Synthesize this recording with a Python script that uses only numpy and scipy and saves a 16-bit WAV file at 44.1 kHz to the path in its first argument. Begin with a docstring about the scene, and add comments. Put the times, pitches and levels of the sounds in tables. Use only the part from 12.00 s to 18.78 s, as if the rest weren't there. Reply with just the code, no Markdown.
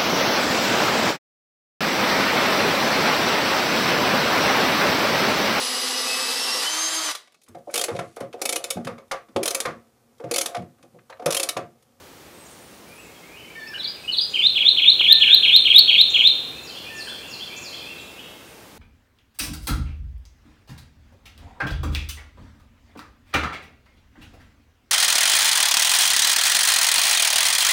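"""Warbler in a leafy wood

A warbler sings close by: soft high opening notes, then nine rolling phrases of two falling hooks and a rising slur,
loud enough to clip. Its notes are gliding tones with faint overtones, smeared by echoes off trunks and leaves.
Far off a jay-like bird calls with a rich nasal tone, a second songbird answers, and others chip and whistle thinly,
all as tones with much echo, the jay more direct. Beneath lies the hush of the wood, filtered noise; one twig ticks.
"""
import sys
import numpy as np
from scipy import signal
from scipy.fft import rfft, irfft, next_fast_len
from scipy.io import wavfile
from scipy.ndimage import uniform_filter1d

SR = 44100
rng = np.random.default_rng(int(sys.argv[2]) if len(sys.argv) > 2 else 0)


def inscribe(sig):
    """Save sig as 16-bit PCM at rate SR to the path in sys.argv[1].

    A 1-D sig is mono; a 2-D sig holds one channel per row.
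    Samples are clipped to [-1, 1] before scaling.
    """
    pcm = np.round(np.clip(np.atleast_2d(sig).T, -1, 1) * 32767)
    wavfile.write(sys.argv[1], SR, pcm.astype(np.int16))


N = 298998


def amp(db):
    """Linear gain of a level in dB."""
    return 10 ** (np.asarray(db) / 20)


def along(points, hz):
    """Interpolate (frequency [Hz], value) points on a log frequency axis."""
    point_hz, values = np.transpose(points)
    return np.interp(np.log(hz + 1), np.log(point_hz + 1), values)


def filtered(x, response):
    """Shape the spectrum of x with a response of frequency."""
    size = next_fast_len(N + 8192)
    spectrum = rfft(x, size) * response(np.fft.rfftfreq(size, 1 / SR))
    return irfft(spectrum, size)[..., :N]


def add(track, s, sound):
    """Mix a sound into a track from time s."""
    part = track[round(s * SR):][:len(sound)]
    part += sound[:len(part)]


def tone(times, hz, db, overtones=()):
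    """A syrinx tone gliding along pitch and level points, corners rounded over 2 ms."""
    times = np.maximum.accumulate(times)
    t = np.arange(times[0], times[-1], 1 / SR)
    pitch = uniform_filter1d(np.interp(t, times, hz), size=88, mode="nearest")
    level = uniform_filter1d(np.interp(t, times, db), size=88, mode="nearest")
    phase = 2 * np.pi * np.cumsum(pitch) / SR
    partials = sum(amp(gain_db) * np.sin(multiple * phase) for multiple, gain_db in overtones)
    return amp(level) * (np.sin(phase) + partials)


def fluttering(times, hz, db, depth_db, depth_hz, per_s):
    """Pitch and level points with uneven flutter laid over them, per_s random points a second."""
    t = np.union1d(times, np.arange(times[0], times[-1], 1 / per_s))
    pitch_wobble, level_wobble = rng.standard_normal((2, 400))[:, :len(t)]
    pitch = np.interp(t, times, hz) + depth_hz * pitch_wobble
    level = np.interp(t, times, db) + depth_db * level_wobble
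    return t, pitch, level


def whistle(length, start_hz, middle_hz, end_hz, db, swell_db=0):
    """A pure gliding note that softens at its very end; a swell tilts its level from start to end."""
    u = np.array([0, .15, .5, .85, 1])
    hz = np.interp(u, [0, .5, 1], [start_hz, middle_hz, end_hz])
    contour_db = np.array([2.5, 0.5, 2, 2.5, -10.5])
    return tone(length * u, hz, db + swell_db * (u - .5) + contour_db)


def scatter(t60s, rise):
    """An echo tail of energy 1: noise that builds up while each frequency dies at its own speed."""
    hz, t, bands = signal.stft(rng.standard_normal(SR), SR, nperseg=256)
    decay = amp(-60 * t / along(t60s, hz)[:, None])
    tail = signal.istft(bands * decay, SR, nperseg=256)[1]
    build_up = 1 - np.exp(-np.arange(len(tail)) / SR / max(rise, 1e-4))
    tail = tail * build_up
    return tail / np.linalg.norm(tail)


# Decay of the echo from nearby leaves and trunks: (frequency [Hz], t60 [s])
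NEAR_WOOD = [(2000, 0.23), (3500, 0.45), (5000, 0.29), (9000, 1)]
# Decay of the echo from deep in the wood: (frequency [Hz], t60 [s])
DEEP_WOOD = [(1500, 0.91), (3500, 0.84), (5000, 1), (9000, 0.4)]


def echoes(near_db, deep_db, rise):
    """Near leaves answer quickly (rise in s); the deep wood builds up eight times slower."""
    return amp(near_db) * scatter(NEAR_WOOD, rise) + amp(deep_db) * scatter(DEEP_WOOD, 8 * rise)


def leaves(spread):
    """Foliage near a bird: a dense cluster of echoes within 23 ms, thinning past spread [s], energy 1."""
    t = np.arange(1024) / SR
    cluster = rng.standard_normal(len(t)) * amp(-3 * t / spread) / (1 + (t / spread) ** 12)
    return cluster / np.linalg.norm(cluster)


def far(dry, direct_db, deep_db):
    """Distant voices reach us with much echo; each quarter-second piece gets a freshly drawn echo tail."""
    out, step = amp(direct_db) * dry, SR // 4
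    for k in range(0, N, step):
        path = echoes(near_db=2.0, deep_db=deep_db, rise=0.0075)
        add(path, 0, amp(4) * leaves(spread=0.03))
        add(out, k / SR, signal.fftconvolve(dry[k:k + step], path))
    return out


# Tone colour of the hush: (frequency [Hz], relative spectral level [dB])
HUSH = [(15, -64), (30, -35.5), (60, -11), (120, -9.5), (450, -8), (700, -12.5), (1500, -17), (3000, -20),
        (6000, -24), (10000, -27.5), (15700, -28.5)]
# Overall level of the background hush: (time [s], RMS level [dB])
HUSH_LEVEL = [(0.0, -46), (1.5, -46.5), (2.4, -44.5), (3.4, -42.2), (4.3, -42), (5.7, -42.5), (6.78, -46)]


def hush():
    """Far leaves and microphone hiss: noise coloured by frequency, set to a level curve."""
    noise = filtered(rng.standard_normal(N), lambda hz: amp(along(HUSH, hz)))
    s, db = np.transpose(HUSH_LEVEL)
    return amp(np.interp(np.arange(N) / SR, s, db)) * noise / np.std(noise)


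# A twig ticks: (time [s], starting level [dB])
TICKS = [(3.011, -12)]


def twig():
    """A dry tick: a 1300 Hz burst that falls 60 dB in 2.2 ms, too short to ring."""
    out, t = np.zeros(N), np.arange(400) / SR
    for s, db in TICKS:
        add(out, s, amp(db - 60 * t / 0.0022) * np.sin(2 * np.pi * 1300 * t))
    return out


# Very high thin whistles, before distance: (time [s], length [s], pitch [Hz], level [dB])
THIN = [(0.31, .23, 8200, -64), (0.438, .17, 9380, -69), (0.443, .16, 10000, -74), (.6, 0.07, 9150, -65.5),
        (.62, .16, 9930, -74), (.85, .15, 9030, -68), (0.867, .1, 9800, -65.5), (1.941, 0.36, 8220, -65.5),
        (2.09, 0.27, 9110, -63), (2.129, 0.22, 9800, -67), (2.3, 0.32, 8000, -69.5),
        (2.787, 0.61, 9040, -66.5), (3.0, .25, 9900, -68.5), (3.34, .12, 10180, -64),
        (3.424, .3, 9000, -62), (3.47, .3, 8850, -65), (3.553, 0.23, 8290, -60.5), (4.863, .26, 9200, -65),
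        (4.89, .24, 10000, -68), (4.943, .23, 8330, -60), (5.78, .12, 8840, -72), (6.437, .12, 8960, -66.5)]
THIN_FLUTTER_DB, THIN_FLUTTER_HZ = 3, 50


def thin():
    """Very high held tones that waver unevenly in level and pitch."""
    out = np.zeros(N)
    for s, length, hz, db in THIN:
        times = length * np.array([0, .15, .85, 1])
        level = db + np.array([-9, 3, 3, -9])
        points = fluttering(times, np.full(4, hz), level, THIN_FLUTTER_DB, THIN_FLUTTER_HZ, per_s=45)
        add(out, s, tone(*points))
    return out


PIP_S, PIP_HZ = 0.036, 2170
# Short low pips, before distance: (time [s], level [dB])
PIPS = [(1.05, -60), (5.72, -56), (5.9, -59), (6.125, -56), (6.295, -60), (6.515, -74)]


def pips():
    """Short low pure notes, all at one pitch."""
    out = np.zeros(N)
    for s, db in PIPS:
        add(out, s, whistle(PIP_S, PIP_HZ, PIP_HZ, PIP_HZ, db))
    return out


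# Single far notes, before distance:
# (time [s], length [s], start pitch [Hz], middle pitch [Hz], end pitch [Hz], level [dB])
WHISTLES = [(.855, 0.2, 2285, 2523, 2630, -59.5), (.975, 0.034, 2784, 2770, 2810, -59.5),
            (.978, 0.095, 7800, 7770, 6800, -63), (1.146, .04, 3300, 3270, 3120, -62),
            (1.22, 0.2, 2086, 2450, 2670, -56), (1.361, 0.041, 2730, 3027, 3060, -49),
            (1.441, 0.13, 2130, 2360, 2170, -53.5), (1.666, .018, 4430, 5370, 5350, -47),
            (1.666, 0.012, 2380, 2670, 2580, -46), (1.69, 0.11, 2315, 2430, 2370, -58),
            (1.803, 0.071, 2006, 2340, 2285, -53.5), (1.935, 0.059, 3200, 2590, 2205, -51.5),
            (2.036, 0.018, 2560, 2540, 2617, -43.5), (4.695, 0.11, 3180, 2880, 2750, -47.5),
            (5.98, 0.022, 4000, 3470, 2950, -46), (5.989, .031, 7900, 7260, 6970, -58),
            (6.15, 0.72, 856, 879, 853, -68.5), (6.167, 0.037, 2510, 2960, 3530, -44),
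            (6.217, 0.037, 3650, 3750, 3850, -56.5), (6.379, 0.053, 2500, 2575, 2830, -58)]


def single_notes():
    """Scattered pure notes, each with its own glide."""
    out = np.zeros(N)
    for s, *note in WHISTLES:
        add(out, s, whistle(*note))
    return out


# Contour of a chip: (time from its start [s], pitch [Hz], relative level [dB])
CHIP = [(0, 5330, -39.5), (.002, 5400, 8.5), (.005, 6560, 10), (.010, 7500, 11), (.016, 7700, -35)]
# Chips, before distance: (time [s], level the contour is added to [dB])
CHIPS = [(0.447, -59), (2.295, -55), (3.188, -57), (4.096, -48), (5.562, -48.5)]


def chips():
    """Sharp chips: a tone sweeping steeply upwards within milliseconds."""
    out = np.zeros(N)
    for s, db in CHIPS:
        add(out, s, amp(db) * tone(*np.transpose(CHIP)))
    return out


# Contour of the low warble: (time from its start [s], pitch [Hz], relative level [dB])
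WARBLE = [(0, 2350, -9), (.015, 2430, -7.5), (.05, 2560, -10.5), (.065, 2690, -9.2), (.1, 2680, -9),
          (0.128, 2690, -11.5), (.17, 2600, -13.5), (.2, 2430, -29), (.215, 2410, -15)]
# Warbles, before distance: (time [s], level the contour is added to [dB])
WARBLES = [(4.511, -41), (4.839, -36.5), (5.166, -37), (5.495, -35.5), (5.814, -37.5)]
FLUTTER_DB, FLUTTER_HZ = 5.5, 60.4


def warble():
    """A low tone, uneven in level and pitch, that leads each answering phrase.

    It also leads a fifth, shortened phrase whose other notes are among the single notes.
    """
    out = np.zeros(N)
    for s, db in WARBLES:
        points = fluttering(*np.transpose(WARBLE), FLUTTER_DB, FLUTTER_HZ, per_s=120)
        add(out, s, amp(db) * tone(*points))
    return out


# One answering phrase, lisp, down-slur, up-hook: (time from its start [s], length [s],
# start pitch [Hz], middle pitch [Hz], end pitch [Hz], relative level [dB], swell [dB])
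ANSWER = [(-.024, .028, 7220, 6960, 6575, -22, 11), (0.001, .052, 5880, 4820, 3880, -13, 15),
          (0.101, .033, 3065, 3398, 3570, -8.5, -6)]
# Answering phrases, before distance: (time [s], phrase level [dB])
ANSWERS = [(4.647, -32), (4.968, -29.5), (5.297, -30), (5.627, -30)]


def answering_bird():
    """A second songbird repeats a phrase of three gliding pure notes."""
    out = np.zeros(N)
    for start, phrase_db in ANSWERS:
        for s, *note in ANSWER:
            add(out, start + s, amp(phrase_db) * whistle(*note))
    return out


# Overtones of the jay: (multiple of the strong second partial [ratio], relative level [dB])
JAY_OVERTONES = [(.5, -20), (1.5, -24), (2, -15), (2.5, -17), (3, -21)]
# Jay calls, before distance: (time [s], call level [dB])
JAYS = [(1.538, -47), (3.073, -41.5), (4.881, -46)]
# Pitches are of the strong second partial, levels relative to the call, before flutter
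JAY_ATTACK_S, JAY_HOLD_S, JAY_START_HZ, JAY_END_HZ, JAY_FADE_DB = .025, .156, 1788, 1755, -2.5
PULSE_S, PULSE_TOP_HZ, PULSE_BOTTOM_HZ = .021, 1720, 1526
PULSE_DB, PULSE_LOSS_DB, PULSE_GAP_DB = 1.5, 1.5, -34.5  # first pulse, loss per pulse, dip between
JAY_FLUTTER_DB, JAY_FLUTTER_HZ = 3.5, 13.5


def jay():
    """A nasal tone with several partials, held and then broken into quick falling pulses."""
    held = JAY_ATTACK_S + JAY_HOLD_S
    call = [(0, JAY_END_HZ, PULSE_GAP_DB),
            (JAY_ATTACK_S, JAY_START_HZ, 0),
            (held, JAY_END_HZ, JAY_FADE_DB)]
    for k in range(4):
        s, db = held + k * PULSE_S, PULSE_DB - k * PULSE_LOSS_DB
        call += [(s + 0.17 * PULSE_S, PULSE_TOP_HZ, db + PULSE_GAP_DB),
                 (s + 0.49 * PULSE_S, PULSE_TOP_HZ, db),
                 (s + PULSE_S, PULSE_BOTTOM_HZ, db)]
    call.append((held + 3.5 * PULSE_S, PULSE_BOTTOM_HZ, db + PULSE_GAP_DB))
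    out = np.zeros(N)
    for s, db in JAYS:
        points = fluttering(*np.transpose(call), JAY_FLUTTER_DB, JAY_FLUTTER_HZ, per_s=40)
        add(out, s, amp(db) * tone(*points, JAY_OVERTONES))
    return out


# A hook flicks up, turns and slides down:
# (time from the top [fall lengths], share of the pitch drop [ratio], relative level [dB])
HOOK = [(-.55, 0.906, -23.5), (-.2, 0.151, -8.5), (-.08, 0.025, 1), (.13, 0.049, -2.9), (.25, 0.26, -4.5),
        (.4, 0.346, -3.5), (.65, .66, -7.5), (.92, 0.97, -11), (1.1, 1.03, -30)]
# The hook of the opening notes, same columns and units
OPENING_HOOK = [(-.4, 0.81, -29), (-.2, 0.49, -11), (-.05, 0.018, -8), (.1, 0.0071, -9), (.4, 0.29, 3.5),
                (.7, .7, -1), (.95, 0.98, -3.5), (1.1, 0.99, -55)]
# A short rounded note, same columns and units
ARCH = [(-1.2, 0.68, -30), (-.5, .8, 0), (-0.04, 0.19, -1.5), (0.61, 0.44, -7.5), (0.94, 0.62, 3),
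        (1.06, 1.2, -32)]
# One opening phrase, arch, hook, hook, arch:
# (time from its start [s], top pitch [Hz], bottom pitch [Hz], fall length [s], relative level [dB])
OPENING = [(0, 3110, 2770, 0.012, -3.5), (.037, 4440, 3260, 0.029, -4), (.084, 4660, 3240, .028, -0.3),
           (.134, 5046, 4606, .016, -1)]
# Opening phrases: (time [s], shift of the first hook's top [Hz], phrase level [dB])
OPENINGS = [(1.751, -270, -24.5), (2.087, 1, -17)]
# The slur climbs, lingers, then snaps up, before stretch, hold and lift:
# (time from the top [s], pitch [Hz], relative level [dB], share of the extra hold [ratio])
SLUR = [(-.048, 3162, -21, 0), (-.043, 3357, -9, 0), (-.029, 3585, -8.5, 0), (-.023, 3596, 0.9, 0.011),
        (-.017, 3662, -3.4, 0), (-.011, 3730, -6.5, 0), (-.004, 4060, -1, 0), (.0005, 4198, -1.6, .5),
        (.003, 4134, -22, 1), (.008, 4060, -37, 0.065)]
# Rolling phrases: (time of the first hook's top [s], its pitch [Hz], fall length of the hooks [s],
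# hook level [dB], time of the slur's top [s], slur stretch [ratio], extra hold [s], slur level [dB])
PHRASES = [(2.347, 3190, 0.029, -16.5, 2.472, 1.1, .001, -8),
           (2.563, 3390, 0.025, -12, 2.691, .91, 0.0008, -5),
           (2.778, 3397, 0.025, -10, 2.903, 1.1, 0.0016, -5),
           (3.001, 3386, 0.023, -8.5, 3.13, 1.1, 0.00043, -2.5),
           (3.216, 3375, .026, -8.5, 3.349, 1.08, 0.00077, -3),
           (3.437, 3344, 0.025, -7.5, 3.565, .9, 0.0024, -2.5),
           (3.659, 3338, 0.024, -8, 3.786, 1.01, 0.011, -2),
           (3.887, 3347, 0.027, -8, 4.015, 0.86, 0.0016, -3),
           (4.149, 3358, 0.025, -8.5, 4.276, 0.89, 0.00069, -4.5)]
HOOK_BOTTOM_HZ = 2208
HOOK_GAP_S, SECOND_DROP_HZ, SECOND_DB = .048, 40.3, 0  # the second hook against the first
LIFT_HZ_PER_S = 18000  # a slur that is held longer climbs higher
# Faint overtones of the song: (multiple of the pitch [ratio], relative level [dB])
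WARBLER_OVERTONES = [(2, -42.5), (3, -57), (4, -45.5)]
# Firm echoes near the perch, before their variation: (delay [s], level [dB])
BRANCHES = [(.0032, -9), (.0062, -9.5), (.0082, -8.5), (.0118, -15.5), (.0152, -17), (.031, -10.5)]
STEADY = 0.82  # constant part of each echo weight, against a random part of deviation 1


def shaped(shape, s, top, bottom, fall, db):
    """Fit a note shape to its time, pitch range, fall length and level."""
    u, drop, level = np.transpose(shape)
    return s + fall * u, top - drop * (top - bottom), db + level


def song_notes():
    """The warbler's pitch and level contours: opening arches and hooks, then rolling phrases."""
    notes = []
    for start, shift_hz, phrase_db in OPENINGS:
        for k, (s, top, bottom, fall, db) in enumerate(OPENING):
            shape = OPENING_HOOK if k in (1, 2) else ARCH
            notes.append(shaped(shape, start + s, top + shift_hz * (k == 1), bottom, fall, phrase_db + db))
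    u, hz, level, extra = np.transpose(SLUR)
    for s, top, fall, db, slur_s, stretch, hold, slur_db in PHRASES:
        first = shaped(HOOK, s, top, HOOK_BOTTOM_HZ, fall, db)
        second = shaped(HOOK, s + HOOK_GAP_S, top - SECOND_DROP_HZ, HOOK_BOTTOM_HZ, fall, db + SECOND_DB)
        slur_times = slur_s + stretch * u + hold * extra
        slur_hz = hz + LIFT_HZ_PER_S * hold * (extra > 0)
        notes += [first, second, (slur_times, slur_hz, slur_db + level)]
    return notes


def warbler():
    """Notes arrive directly and by branches, leaves and wood; each gets its own random mix of shared tails."""
    song = np.zeros(N)
    tails = [echoes(near_db=0.65, deep_db=-14.5, rise=.01) for _ in range(8)]
    for times, hz, db in song_notes():
        weights = rng.standard_normal(len(tails)) + STEADY
        path = weights @ tails / np.linalg.norm(weights)
        add(path, 0, amp(-9) * leaves(spread=.012))
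        path[0] = 1  # direct sound
        for delay, echo_db in BRANCHES:
            path[round(delay * SR)] += amp(echo_db + rng.normal(0, 3.2))
        note = tone(times, hz, db, WARBLER_OVERTONES)
        add(song, times[0], signal.fftconvolve(note, path))
    return song


def scene():
    """Close warbler over far birds, a twig and the hush of the wood."""
    small_birds = pips() + single_notes() + answering_bird() + chips() + warble() + thin()
    others = far(small_birds, direct_db=-5, deep_db=2.5)
    far_jay = far(jay(), direct_db=7.5, deep_db=-2.5)
    return (warbler() + others + far_jay + twig() + hush())[None]


TOP_HZ = 15750  # band limit


def record(dry):
    """The loudest notes are cut flat at full scale; nothing is kept above the band limit."""
    return filtered(np.clip(dry, -1, 1), lambda hz: hz < TOP_HZ)


dry = scene()
out = record(dry)
inscribe(out)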